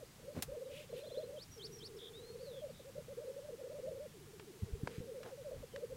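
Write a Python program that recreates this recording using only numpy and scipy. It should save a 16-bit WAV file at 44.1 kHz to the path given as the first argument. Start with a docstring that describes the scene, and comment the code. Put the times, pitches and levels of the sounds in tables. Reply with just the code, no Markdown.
"""Black grouse on the lek

A black grouse cock bubbles on an open lek and a rival's song overlaps his: near-sine coos sliding in pitch.
Farther off a songbird whistles and trills: gliding sines with faint echoes.
Close to the microphone something clicks, rustles and bumps: shaped noise bursts and short low swings.
One mono microphone, with steady hiss and a low rumble of air, both filtered noise."""
import sys
import numpy as np
from scipy import signal
from scipy.fft import rfft, irfft, next_fast_len
from scipy.io import wavfile
from scipy.ndimage import map_coordinates

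SR = 44100
rng = np.random.default_rng(int(sys.argv[2]) if len(sys.argv) > 2 else 0)


def makeup_ratio(level_db):
    """Linear amplitude ratio for a level in decibels (20 dB per factor of ten)."""
    decades = np.asarray(level_db, float) / 20
    return 10 ** decades


def output_pcm(signal):
    """Save a mono or channel-first signal as 16-bit PCM at the path in sys.argv[1].

    Samples are clipped to [-1, 1] before scaling.
    """
    pcm = np.clip(np.atleast_2d(signal).T, -1, 1) * 32767
    wavfile.write(sys.argv[1], SR, np.round(pcm).astype(np.int16))


N = 262836

# grouse songs: cock (0 or 1), phrase_start_s, roll_steps, roll_s (before slowing), phrase_pace (time factor)
SONGS = [(1, -.09, 0, 0, .991), (0, -.059, 0, 0, .997), (1, 2.519, 13, .862, .979),
         (0, 2.616, 16, 1.054, 1), (1, 5.196, 15, 1.0, .94), (0, 5.443, 8, .535, 1.02)]
# offset of each song: level_db
SONG_DB = [-5, -0.15, -2.5, 0.13, -1.5, 0.5]
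# cocks: pitch_factor, lead_s (last roll note ahead of the phrase)
COCKS = [(1, 0), (.93, .058)]


def unit(x):
    """Scales to rms 1."""
    return x / np.sqrt(np.mean(x ** 2))


def wobble(rate_hz):
    """Smooth random curve through rate_hz knots a second."""
    knots = rng.standard_normal(int(N * rate_hz / SR) + 4)
    return map_coordinates(knots, [np.arange(N) * rate_hz / SR])


def filtered(x, response):
    """Multiplies the spectrum of x by a complex response of frequency."""
    m = next_fast_len(len(x) + 8192)
    return irfft(rfft(x, m) * response(np.fft.rfftfreq(m, 1 / SR)), m)[:len(x)]


def resonance(hz, width_hz):
    """Response of a causal second-order band-pass, gain 1 at hz."""
    return lambda f: 1j * f * width_hz / (hz * hz - f * f + 1j * f * width_hz)


def add(track, start_s, sound):
    """Mixes a sound into the track, trimmed at both ends."""
    i = round(start_s * SR)
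    sound = sound[max(-i, 0):]
    part = track[max(i, 0):][:len(sound)]
    part += sound[:len(part)]


def progress(length_s):
    """Ramp from 0 towards 1 across a note."""
    return np.linspace(0, 1, max(round(length_s * SR), 8), endpoint=False)


def between(ends, u):
    """Linear way from the first end to the last."""
    return ends[0] + (ends[1] - ends[0]) * u


def tone(hz, overtone_db=-120):
    """Sine that follows hz from a random phase, plus a second harmonic."""
    phase = 2 * np.pi * (np.cumsum(hz) / SR + rng.random())
    return np.sin(phase) + makeup_ratio(overtone_db) * np.sin(2 * phase)


def slides(rows, roundness, bend):
    """Sines that swell, glide and fade; with bend above 1 the pitch lingers at its high end."""
    out = np.zeros(N)
    for start_s, length_s, first_hz, last_hz, level_db in rows:
        u = progress(length_s)
        way = u ** bend if last_hz < first_hz else 1 - (1 - u) ** bend
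        swell = np.sin(np.pi * u) ** roundness
        add(out, start_s, makeup_ratio(level_db) * swell * tone(between((first_hz, last_hz), way)))
    return out


def echoes(x, t60_s):
    """Scattered returns from grass and trees: a decaying noise tail of energy 1."""
    t = np.arange(SR // 2) / SR
    tail = rng.standard_normal(len(t)) * makeup_ratio(-60 * t / t60_s) * (t > .004)
    return signal.fftconvolve(x, tail / np.linalg.norm(tail))[:N]


def grouse():
    """Closed-beak coos, nearly sines: the inflated throat sac keeps only the fundamental."""
    near = rolls() + phrases()
    throat_flutter_db = 2.2 * wobble(90) + 1.5 * wobble(45)
    near = near * makeup_ratio(throat_flutter_db)
    return near + makeup_ratio(-13.5) * echoes(near, t60_s=0.25)


def rolls():
    """Falling coos that come ever slower, higher, longer and louder, with slight random pitch and level."""
    # (first note, last note) of a full roll; shorter rolls join the climb on the way
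    centre_hz, base_db, note_s = (422, 528), (-54, -42), (.055, .062)
    glide_bend = (1.1, 2.03)  # late notes hold their pitch, then drop
    full_roll_steps, slowing, slide_hz = 16, .045, 150
    pitch_late, level_late = 3.2, 5  # exponents: larger = later climb
    out = np.zeros(N)
    for (cock, phrase_s, steps, roll_s, _), song_db in zip(SONGS, SONG_DB):
        pitch_factor, lead_s = COCKS[cock]
        for back in range(steps + 1):  # from the last note backwards
            u = 1 - back / full_roll_steps
            pitch_climb = u ** pitch_late
            hz = pitch_factor * between(centre_hz, pitch_climb) + rng.normal(0, 8.7)
            level_db = between(base_db, u ** level_late) + song_db + rng.normal(0, 1.63)
            before_last_s = roll_s * back / max(steps, 1) * (1 + slowing * u)
            start_s = phrase_s - lead_s - before_last_s
            note = (start_s, between(note_s, u), hz + slide_hz / 2, hz - slide_hz / 2, level_db)
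            out += slides([note], roundness=0.7, bend=between(glide_bend, pitch_climb))
    return out


def phrases():
    """Coos that drop at the end, longer ones rising first; loudest where pitch crosses the sac resonance."""
    # notes at pace 1, before sac and song gains: after_s, length_s, top_hz, cock_0_level_db, cock_1_level_db
    phrase_notes = [(0.28, 0.024, 660, -60, -51.5), (0.333, 0.068, 607.2, -45, -45),
                    (0.458, .026, 643, -52.5, -44.5), (0.573, 0.064, 622, -42.5, -40.5),
                    (.664, 0.04, 584, -44, -38), (0.744, .05, 604, -43.5, -39),
                    (0.795, 0.12, 599, -48.5, -49), (.99, 0.0248, 617, -44, -45.5),
                    (1.019, .04, 564, -43.5, -40.5), (1.079, .052, 649, -42, -43.5),
                    (1.166, 0.026, 667, -42, -40.5), (1.235, 0.072, 642, -36, -39),
                    (1.328, 0.047, 585, -43, -42.5), (1.374, 0.084, 610, -41, -41)]
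    # flick that shuts the roll, same columns, after_s from the last roll note
    closing_flick = (.066, .034, 625, -44, -44)
    sac_hz, sac_width_hz = 507.6, 119
    rise_from_hz, drop_to_hz = 400, 380
    rise_s, drop_s = 0.0115, 0.0219  # at pace 1
    flick_s = .035  # notes up to this length only drop
    out = np.zeros(N)
    for (cock, phrase_s, _, _, pace), song_db in zip(SONGS, SONG_DB):
        pitch_factor, lead_s = COCKS[cock]
        flick = (closing_flick[0] - lead_s, *closing_flick[1:])
        for after_s, length_s, top_hz, *cock_db in [flick] + phrase_notes:
            u = progress(length_s * pace)
            t = u * length_s
            rise = (top_hz - rise_from_hz) * np.exp(-t / rise_s) * (length_s > flick_s)
            drop = (top_hz - drop_to_hz) * np.clip(1 - (length_s - t) / drop_s, 0, 1) ** 1.41
            hz = pitch_factor * (top_hz - rise - drop)
            sac_gain = np.abs(resonance(sac_hz, sac_width_hz)(hz))
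            level_db = cock_db[cock] + song_db + rng.normal(0, 0.77)
            swell = np.sin(np.pi * u) ** 0.26
            add(out, phrase_s + after_s * pace, makeup_ratio(level_db) * swell * sac_gain * tone(hz))
    return out


def songbird():
    """Gliding sines: shaped syllables with a weak octave, plain whistles and fast trills, plus echoes."""
    # syllable shapes: length_share, pitch_hz, relative_level_db
    sweep_shape = [(0, 3310, -3), (.22, 3050, 1.5), (.56, 4250, 1), (.73, 4610, 8.5), (.85, 5650, 6),
                   (1, 3280, 2)]
    pipe_shape = [(0, 5560, -12), (.2, 5850, -8), (.55, 5580, -9.5), (.78, 5800, -19), (.86, 5850, -13),
                  (1, 5050, 2)]
    # syllables: start_s, base_level_db
    sweep_rows = [(1.363, -58.5), (1.591, -53), (1.798, -55.5)]
    pipe_rows = [(1.508, -49.5), (1.718, -47)]
    # whistles: start_s, length_s, first_hz, last_hz, peak_db
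    whistle_rows = [(2.132, 0.07, 3400, 3850, -57), (2.215, .135, 3950, 4320, -62),
                    (2.385, 0.039, 3840, 4600, -65), (5.715, 0.045, 3080, 3020, -66),
                    (1.965, .026, 5500, 3700, -63), (2.695, .03, 4700, 3900, -69),
                    (.315, .03, 4700, 4200, -71), (.05, .02, 4400, 4800, -70), (.11, .02, 4500, 4900, -70),
                    (.64, .035, 3950, 3500, -70)]
    # trills of falling flicks: start_s, length_s, flick_rate_hz, first_hz, last_hz, fall_hz, peak_db
    trill_rows = [(1.986, 0.11, 75, 3536, 3480, 1090, -49.5), (2.426, 0.093, 160, 4700, 3730, 380, -58),
                  (2.514, .108, 110, 3620, 3210, 520, -57.5), (2.73, 0.11, 78, 3710, 3650, 910, -62.5)]
    # twitters, about three flicks and a whistle: start_s, whistle_peak_db
    twitter_rows = [(.868, -70), (.922, -68), (0.977, -63), (1.032, -59.5), (1.086, -58), (1.141, -56),
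                    (1.199, -62)]

    twitter_whistles = [(s + .03, .024, 3950, 4150, db) for s, db in twitter_rows]
    out = slides(whistle_rows + twitter_whistles, roundness=0.22, bend=2.4)

    for shape, length_s, rows in ((sweep_shape, .082, sweep_rows), (pipe_shape, .076, pipe_rows)):
        share, pitch_hz, shape_db = np.transpose(shape)
        for start_s, base_db in rows:
            u = progress(length_s)
            level = makeup_ratio(base_db + np.interp(u, share, shape_db)) * np.sin(np.pi * u) ** 0.25
            add(out, start_s, level * tone(np.interp(u, share, pitch_hz), overtone_db=-18.5))

    twitter_flicks = [(s, .033, 96, 3350, 3650, 1000, db + 1.0 + rng.normal()) for s, db in twitter_rows]
    for start_s, length_s, rate_hz, first_hz, last_hz, fall_hz, peak_db in trill_rows + twitter_flicks:
        u = progress(length_s)
        flick = u * length_s * rate_hz % 1
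        hz = between((first_hz, last_hz), u) + fall_hz * (.5 - flick)
        swell = np.sin(np.pi * u) ** .25 * np.sin(np.pi * flick) ** 1.3
        add(out, start_s, makeup_ratio(peak_db) * swell * tone(hz))
    return out + makeup_ratio(-9) * echoes(out, t60_s=0.057)


def clicks():
    """A sharp crack: band-limited noise with a fast and a slower decay."""
    # start_s, peak_db, t60_s, treble_edge_hz
    click_rows = [(0.4229, -24.5, 0.061, 30400), (4.396, -40.5, 0.044, 3150), (4.873, -28.5, 0.02, 2900),
                  (5.231, -41.5, 0.03, 3460), (5.261, -43.5, 0.043, 1800), (5.7604, -36.5, 0.019, 3990)]
    out, t = np.zeros(N), np.arange(SR // 8) / SR
    for start_s, peak_db, t60_s, edge_hz in click_rows:
        decay = makeup_ratio(-60 * t / t60_s) + 1.05 * makeup_ratio(-60 * t / 0.012)
        onset = 1 - np.exp(-t / 0.00092)
        colour = lambda f: 1j * f / (1j * f + 110) / (1 + 1j * f / edge_hz) ** 3
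        burst = filtered(rng.standard_normal(len(t)) * decay * onset, colour)
        add(out, start_s, makeup_ratio(peak_db) * burst / np.abs(burst).max())
    return out


def rustles():
    """Grainy noise through one broad resonance and a weak wide one an octave above."""
    # middle_s, length_s, rms_db, resonance_hz, width_hz
    rustle_rows = [(0.379, 0.068, -43, 146, 232), (0.778, .17, -57.5, 2740, 1210),
                   (.79, .12, -68, 9000, 9000), (0.977, 0.1, -60.5, 2770, 1540),
                   (.985, .05, -66, 10000, 8000), (4.946, .14, -61.5, 2040, 2940),
                   (5.275, 0.1, -55, 388, 830), (5.59, 0.14, -52, 45, 80), (.51, .08, -56, 40, 60)]
    out = np.zeros(N)
    for middle_s, length_s, level_db, hz, width_hz in rustle_rows:
        u = progress(length_s)
        grains = rng.standard_normal(len(u)) * makeup_ratio(1.2 * wobble(266)[:len(u)])
        main, upper = resonance(hz, width_hz), resonance(2 * hz, 5 * width_hz)
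        brushed = unit(filtered(grains, lambda f: main(f) ** 2 - makeup_ratio(-23) * upper(f)))
        swell = np.sin(np.pi * u) ** 0.75  # lowers the rms a little
        add(out, middle_s - length_s / 2, makeup_ratio(level_db) * swell * brushed)
    return out


def bumps():
    """Soft knocks on the microphone body: brief low pressure swings, then a rough noise shudder."""
    # middle_s, half_window_s, fundamental_level_db, pitch_hz
    bump_rows = [(4.633, 0.037, -31.5, 94.3), (4.736, 0.038, -33, 55.2), (4.837, 0.016, -30, 134),
                 (4.985, 0.0139, -33.5, 137), (5.005, 0.0098, -36.5, 114)]
    out = np.zeros(N)
    for middle_s, half_s, level_db, hz in bump_rows:
        u = progress(2 * half_s)
        push = np.exp(-((u - .5) / 0.12) ** 2)
        swing = tone(np.full_like(u, hz), overtone_db=-8.0)
        add(out, middle_s - half_s, makeup_ratio(level_db) * push * swing)
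        u = progress(0.15)
        body = resonance(hz, 2 * hz)
        shudder = unit(filtered(rng.standard_normal(len(u)), lambda f: body(f) ** 2))
        add(out, middle_s, makeup_ratio(level_db - 18.5 - 20 * u) * np.sin(np.pi * u) ** .5 * shudder)
    return out


def air():
    """Filtered noise: smooth hiss over a rumble of wavering level."""
    # spectrum shape: frequency_hz, relative_level_db
    air_spectrum = [(15, -13), (60, -6), (146, 1), (228, -6.5), (620, -20), (3530, -24.5), (8180, -26.5),
                    (16000, -32.5)]
    hz, level_db = np.transpose(air_spectrum)
    colour = lambda f: makeup_ratio(np.interp(np.log(f + 1), np.log(hz + 1), level_db))
    low = lambda f: 1 / (1 + (f / 260) ** 4)
    hiss = unit(filtered(rng.standard_normal(N), lambda f: colour(f) * (1 - low(f))))
    rumble = filtered(rng.standard_normal(N), lambda f: colour(f) * low(f))
    rumble = unit(makeup_ratio(2.5 * wobble(12)) * rumble)
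    return makeup_ratio(-62.5) * hiss + makeup_ratio(-61.5) * rumble


def scene():
    """Sums every source at one microphone, the same in both channels."""
    mono = grouse() + songbird() + clicks() + rustles() + bumps() + air()
    return np.array([mono, mono])


def low_pass(x):
    """Removes everything above the highest recorded frequency."""
    return signal.sosfilt(signal.butter(12, 16530, fs=SR, output="sos"), x)


def record(dry):
    """Cuts everything from 15850 Hz up and returns the finished sound."""
    band = np.array([filtered(channel, lambda f: f < 15850) for channel in dry])
    return low_pass(band)


dry = scene()
out = record(dry)
output_pcm(out)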